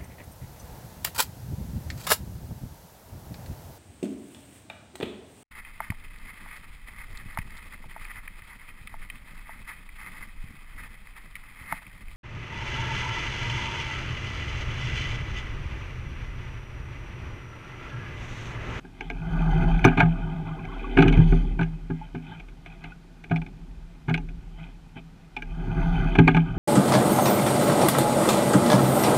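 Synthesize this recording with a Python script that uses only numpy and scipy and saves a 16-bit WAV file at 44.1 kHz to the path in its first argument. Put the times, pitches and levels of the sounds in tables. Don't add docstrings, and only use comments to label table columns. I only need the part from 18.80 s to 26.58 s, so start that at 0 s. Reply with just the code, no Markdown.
import sys
import numpy as np
from scipy import signal
from scipy.fft import rfft, irfft
from scipy.io import wavfile
from scipy.ndimage import uniform_filter1d

SR = 44100
rng = np.random.default_rng(int(sys.argv[2]) if len(sys.argv) > 2 else 0)


def waveform_to_disk(signal):
    frames = np.transpose(np.atleast_2d(signal))
    scaled = np.clip(frames, -1, 1) * 32767
    samples = np.round(scaled).astype(np.int16)
    wavfile.write(sys.argv[1], SR, samples)


N = 343098
TIME = np.arange(N) / SR

# pitch in Hz, width in Hz, relative level in dB.
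DECK_MODES = [(247.4, 8.4, -3.5), (277.8, 8.2, -4.5), (307, 89, -13.5), (383.6, 15.1, -6),
              (434.4, 17.7, -14.5)]
RIGGER_MODES = [(712.3, 17.7, 3), (764, 95, 1.5), (775, 69, -8.5), (846, 30, 5), (1237, 44, -3.5),
                (1491, 48, -10.5), (1533, 130, -1.5), (1602, 35, 1.5)]
GATE_MODES = [(2240, 80, 4), (2350, 125, 6.5), (2467, 340, 7.5), (2750, 41, 13.5), (3120, 75, -17),
              (3390, 87, -3.5), (3860, 95, -20.5), (3780, 100, -23)]
GLINT_MODES = [(4900, 72, -1.5), (5150, 55, 3), (6040, 69, 0.5), (8960, 930, -23), (10600, 310, -27),
               (13500, 500, -24)]


def knocks():
    # pitch in Hz, width in Hz, relative level in dB.
    hull_modes = [(114.7, 52, -3), (162.4, 6.36, 10.5)]
    out = np.zeros(N)
    for s, contact, hull_db, deck_db, rigger_db, gate_db in contacts():
        slip = blow(RIGGER_MODES + GATE_MODES, 2 * contact, rattle_db=-18, rattle_s=0.0086)
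        deck = thud(DECK_MODES, contact, vary_db=1.44)
        hull = thud(hull_modes, contact, vary_db=-2.3)
        glint = blow(GLINT_MODES, contact, rattle_db=-25.5, rattle_s=0.0091)
        gate = blow(GATE_MODES, contact, rattle_db=-14.5, rattle_s=0.024)
        rigger = blow(RIGGER_MODES, contact, rattle_db=-18.5, rattle_s=0.033)
        glint_db = gate_db - 30 - 15 * np.log(contact / 0.003)
        add(out, s - .008, from_db(rigger_db - 24.5) * slip)
        add(out, s - .0045, from_db(hull_db - 2.5) * hull)
        add(out, s - .0035, from_db(deck_db - 3.5) * deck)
        add(out, s - .001, from_db(glint_db) * glint)
        add(out, s - .001, from_db(gate_db + 3) * gate)
        add(out, s - .001, from_db(rigger_db - 1.5) * rigger)
    return out


def contacts():
    # start in seconds, relative level in dB, contact time in
    # seconds, extra dB for the hull, extra dB for the deck, number of rebounds.
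    clacks = [(1.043, -14.5, .002, -5.5, -28, 0), (1.05, -8, 0.00099, -0.5, -0.5, 0),
              (1.173, -20, 0.0084, 4, 2.5, 1), (1.203, -10, .003, -8.5, -16.5, 0),
              (2.172, -13.5, 0.0028, -1.5, 0, 0), (2.186, -14, 0.0052, 5, 7, 0),
              (2.205, -19.5, 0.0029, -8, -0.5, 0), (2.223, -13.5, 0.0024, -4.5, 2, 0),
              (7.352, -21.5, 0.0051, -11, -3, 0), (7.387, -12.5, 0.0039, 6.5, 4, 0),
              (7.476, -10.5, 0.0057, -9, -2, 0), (7.546, -18.5, 0.0041, 3, -6.5, 1)]
    # start in seconds, relative level in dB,
    # extra dB for the deck, extra dB for the rigger, number of rebounds.
    bumps = [(0.047, -51, 11, 6.5, 0), (1.227, -10.5, -15, -18, 0), (2.255, -12, -1, -26, 0),
             (2.378, -10.5, -9, -22, 1), (2.523, -17, 0, -10.5, 0), (2.791, -19, -6.5, -4, 1),
             (3.101, -23.5, -2, -12, 0), (3.348, -29.5, -0.5, -4, 0), (4.512, -15.5, -9, -5.5, 0),
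             (5.283, -19, -9, -7.5, 1), (6.163, -37.5, -4.5, -7.5, 0), (7.561, -17.5, -20, -16, 0)]
    bump_contact_s, rebound_s, rebound_loss_db = 0.0044, 0.02, 1
    hits = [(s, contact, rebounds, db + np.array([hull_db, deck_db, 0, -5]))
            for s, db, contact, hull_db, deck_db, rebounds in clacks]
    hits += [(s, bump_contact_s, rebounds, db + np.array([0, deck_db, rigger_db, rigger_db - 12]))
             for s, db, deck_db, rigger_db, rebounds in bumps]
    return [(s + k * rebound_s, contact, *(levels - k * rebound_loss_db))
            for s, contact, rebounds, levels in hits for k in range(round(rebounds) + 1)]


def collar_ticks():
    # start in seconds, relative level in dB, number of taps.
    rattles = [(0.207, -31.5, 1), (0.3, -30.5, 1), (0.991, -37.5, 1), (1.085, -50, 1), (1.851, -42, 1),
               (2.28, -24.5, 1), (2.325, -32.5, 2), (2.829, -36.5, 1), (3.597, -45, 1), (3.684, -53.5, 1),
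               (3.86, -43, 1), (4.039, -39, 1), (4.439, -42, 1), (4.497, -49, 1), (4.56, -31, 1),
               (4.616, -41, 2), (5.295, -32.5, 1), (5.341, -26, 1), (5.376, -34, 1), (5.487, -48, 1),
               (6.565, -31.5, 1), (6.621, -34.5, 1)]
    rock_s, rock_loss_db, contact_s = 0.047, 4, 0.0022
    taps = [(s + k * rock_s, db - k * rock_loss_db)
            for s, db, count in rattles for k in range(round(count))]
    out = np.zeros(N)
    for s, db in taps:
        add(out, s, from_db(db - 18.5) * blow(GLINT_MODES, contact_s / 2, rattle_db=-41, rattle_s=.0079))
        add(out, s, from_db(db + 5.5) * blow(GATE_MODES, contact_s, rattle_db=-13.5, rattle_s=.012))
        add(out, s, from_db(db - 0.5) * blow(RIGGER_MODES, contact_s, rattle_db=-16, rattle_s=.019))
        add(out, s, from_db(db - 9) * thud(DECK_MODES, contact_s, vary_db=7))
    return out


def rowing():
    # time of the catch in seconds, top speed of the seat from 0 to 1.
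    strokes = [(1.052, 0.97), (7.388, 0.87)]
    slide = sum(speed * hump(s - 0.88, s - 0.22, s + 0.16) for s, speed in strokes)
    entry = sum(swell(s - .05, half=0.29, db=-0.5) for s, _ in strokes)
    drive = sum(hump(s, s + 0.4, s + 0.95) for s, _ in strokes)
    wash = sum(crest(s + 1.293, rise_db_per_s=22, fall_db_per_s=37.5) for s, _ in strokes)
    return slide, entry, drive, wash


def seat_and_hull(slide, entry, drive, wash, laps):
    # pitch in Hz, width in Hz, relative level in dB.
    rolling_modes = [(110.2, 12.7, -7.5), (162.1, 13, 2.5), (261.3, 69, -14), (363.9, 15.3, -15.5),
                     (407.4, 4.7, -24)]
    # peak in seconds, relative level in dB.
    lurches = [(2.3, -13), (4.598, -33.5), (5.38, -33)]
    lurch = sum(from_db(db) * crest(s, rise_db_per_s=166, fall_db_per_s=34) for s, db in lurches)
    roll_db = total_db(from_db(-53.5), from_db(-23) * slide ** 2.48, from_db(-32) * drive,
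                       from_db(-9) * lurch, from_db(9) * laps)
    flex_db = total_db(from_db(-48.5), from_db(-25) * slide ** 1.17, from_db(-26.5) * entry,
                       from_db(-35.5) * drive, from_db(-26.5) * wash, lurch)
    flex_db += 2.6 * drift(per_s=11)
    drone = steady(resonate(grains(per_s=900, spread_db=2.5), rolling_modes), span=0.1)
    flex = steady(resonate(rng.standard_normal(N), [(38.32, 5.4, 4.5), (44.4, 11, -6.5)]), span=0.093)
    return from_db(roll_db + 1.5) * drone + from_db(flex_db + 0.1) * flex


def water(slide, entry, drive, wash, laps):
    # pitch in Hz, width in Hz, relative level in dB.
    skin_modes = [(669.6, 16, 6), (803, 102, 4.5), (905.4, 39, 1.5), (1219, 100, -4.5), (1472, 89, 0.5),
                  (1610, 55, -5)]
    spray_modes = [(2063, 110, 12.5), (2400, 150, 3), (2477, 240, 17), (3067, 110, 12), (3300, 480, 2.5),
                   (3570, 120, -4)]
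    fizz_modes = [(4630, 1200, 5), (6150, 230, 2.5), (10360, 340, -5.5), (12800, 1800, -16)]
    rush_db = total_db(from_db(-66), from_db(-33.5) * slide ** 2.8, from_db(-46) * entry,
                       from_db(-45) * drive, from_db(-40) * wash)
    spray_db = total_db(from_db(-69), from_db(-44.5) * slide ** 1.78, from_db(-43.5) * entry,
                        from_db(-54.5) * drive, from_db(-40) * wash)
    fizz_db = total_db(from_db(-59.5) * slide ** 2.1, from_db(-70) * entry, from_db(-66) * wash)
    splash = swell(2.525, half=0.096, db=-59.5)
    rush = steady(patter(skin_modes, per_s=1400, spread_db=2.5, patchy_db=3), span=0.057)
    spray = steady(patter(spray_modes, per_s=1600, spread_db=4, patchy_db=3), span=0.2)
    fizz = rms_one(resonate(grains(per_s=3900, spread_db=4), fizz_modes))
    rush *= from_db(rush_db + 0.56) + from_db(-1.5) * laps
    spray *= from_db(spray_db - 0.5) + from_db(1.5) * laps
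    fizz *= from_db(fizz_db) + splash
    surge = from_db(1.2 * drift(per_s=45))
    return surge * (rush + spray + fizz)


def slosh(wash):
    rumble = steady(resonate(grains(per_s=320, spread_db=6), DECK_MODES), span=0.04)
    return from_db(-27.5) * wash ** 1.8 * rumble


def bubbles():
    # start in seconds, pitch in Hz, relative level in dB.
    plops = [(2.042, 1130, -38), (3.213, 858, -40.5), (3.515, 867, -45.5), (3.52, 1590, -48),
             (4.12, 1455, -46)]
    # middle in seconds, half length in seconds, relative level in dB.
    gurgles = [(1.946, 0.33, -37), (2.456, 0.16, -59)]
    out = np.zeros(N)
    for s, hz, db in plops:
        add(out, s, from_db(db + 11.5) * bubble(hz, cycles=10.4, rise=0.0024))
    for s, half, db in gurgles:
        for when, size, strength in rng.uniform(-1, 1, size=(18, 3)):
            hz = 950 * 2 ** (-size / 2)
            add(out, s + half * when, from_db(db + 1.8 * strength) * bubble(hz, cycles=11, rise=0.01))
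    return out


def bubble(hz, cycles, rise):
    t = TIME[:SR // 6]
    age = t * hz / cycles
    return np.sin(2 * np.pi * hz * t * (1 + rise * age)) * np.exp(-age) * (1 - np.exp(-4 * age))


def lapping():
    # middle in seconds, half length in seconds, relative level in dB.
    wavelets = [(0.247, 0.08, -56.5), (3.224, 0.083, -61.5), (3.521, 0.069, -51), (3.91, 0.068, -59),
                (4.06, 0.054, -54), (5.826, 0.055, -51.5), (6.178, 0.017, -46.5)]
    return sum(swell(*wavelet) for wavelet in wavelets)


def hiss():
    # frequency in Hz, relative level in dB.
    spectrum = [(200, 8.5), (550, -7), (1200, -9.5), (3500, -15), (9000, -26), (15000, -34.5)]
    hz, db = np.transpose(spectrum)
    colour_db = np.interp(np.log(np.fft.rfftfreq(N, 1 / SR) + 1), np.log(hz), db)
    noise = irfft(rfft(rng.standard_normal(N)) * from_db(colour_db), N)
    return from_db(-54.5) * rms_one(noise)


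def through_boat(x):
    # pitch in Hz, width in Hz, level change in dB.
    dead_spots = [(74, 11, -5), (1827, 100, -25.5), (2766, 324, -24.5), (5010, 1000, -15)]
    for hz, width, db in dead_spots:
        narrow_band = signal.lfilter(*signal.iirpeak(hz, hz / width, fs=SR), x)
        x = x + (from_db(db) - 1) * narrow_band
    return x


def blow(modes, contact, rattle_db, rattle_s):
    t = TIME[:SR // 3]
    bounces = rng.random(len(t)) < 170 / SR
    rattle = signal.lfilter([1], [1, -np.exp(-1 / (0.0024 * SR))], bounces + 1e-18) + 0.13
    onset = 1 - np.exp(-2.4 * t / contact)
    push = onset * (np.exp(-t / contact) + from_db(rattle_db) * rattle * np.exp(-t / rattle_s))
    ring = resonate(push * rng.standard_normal(len(t)), modes)
    return ring / running_rms(ring, 0.0015).max()


def thud(modes, contact, vary_db):
    t = TIME[:SR // 2]
    push = t * np.exp(-8 * t / contact)
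    ring = 0
    for mode in modes:
        share = from_db(vary_db * rng.standard_normal()) * rng.choice([-1, 1])
        ring += share * resonate(push, [mode])
    return ring / running_rms(ring, 0.011).max()


def patter(modes, per_s, spread_db, patchy_db):
    return sum(resonate(grains(per_s, spread_db), [mode]) * from_db(patchy_db * drift(per_s=25))
               for mode in modes)


def grains(per_s, spread_db):
    sizes = from_db(spread_db * np.minimum(rng.exponential(1, N), 5)) * rng.choice([-1, 1], N)
    return rms_one(sizes * (rng.random(N) < per_s / SR))


def resonate(force, modes):
    out = 0
    for hz, width, db in modes:
        near_pitch = signal.butter(1, [hz / 1.092, hz * 1.1], "band", fs=SR, output="sos")
        fed = signal.sosfilt(near_pitch, force + 1e-18)
        decay = np.exp(-np.pi * width / SR)
        feedback = [1, -2 * decay * np.cos(2 * np.pi * hz / SR), decay ** 2]
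        out += from_db(db) * (1 - decay ** 2) / 2 * signal.lfilter([1, 0, -1], feedback, fed)
    return out


def hump(start, peak, end):
    return np.abs(np.sin(np.interp(TIME, [start, peak, end], [0, np.pi / 2, np.pi])))


def swell(s, half, db):
    return from_db(db) * np.exp(-((TIME - s) / half) ** 2)


def crest(s, rise_db_per_s, fall_db_per_s):
    return from_db(np.minimum(rise_db_per_s * (TIME - s), fall_db_per_s * (s - TIME)))


def drift(per_s):
    return rms_one(np.interp(TIME * per_s, np.arange(1000), rng.standard_normal(1000)))


def steady(x, span):
    return x / running_rms(x, span)


def running_rms(x, span):
    return np.sqrt(np.abs(uniform_filter1d(x ** 2, max(int(span * SR), 1), mode="constant")) + 1e-20)


def rms_one(x):
    return x / np.sqrt(np.mean(x ** 2) + 1e-20)


def from_db(db):
    return 10 ** (np.asarray(db) / 20)


def total_db(*gains):
    return 10 * np.log10(sum(gain ** 2 for gain in gains) + 1e-20)


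def add(out, s, sound):
    at = int(np.clip(s * SR, 0, N))
    out[at:at + len(sound)] += sound[:N - at]


def scene():
    slide, entry, drive, wash = rowing()
    laps = lapping()
    boat = knocks() + collar_ticks() + seat_and_hull(slide, entry, drive, wash, laps)
    boat += water(slide, entry, drive, wash, laps) + slosh(wash) + bubbles()
    return (through_boat(boat) + hiss())[None]


def record(dry):
    cutoff_hz = 15200
    low_pass = signal.ellip(10, .1, 80, cutoff_hz, fs=SR, output="sos")
    return signal.sosfilt(low_pass, np.clip(dry, -1, 1))


dry = scene()
out = record(dry)
waveform_to_disk(out)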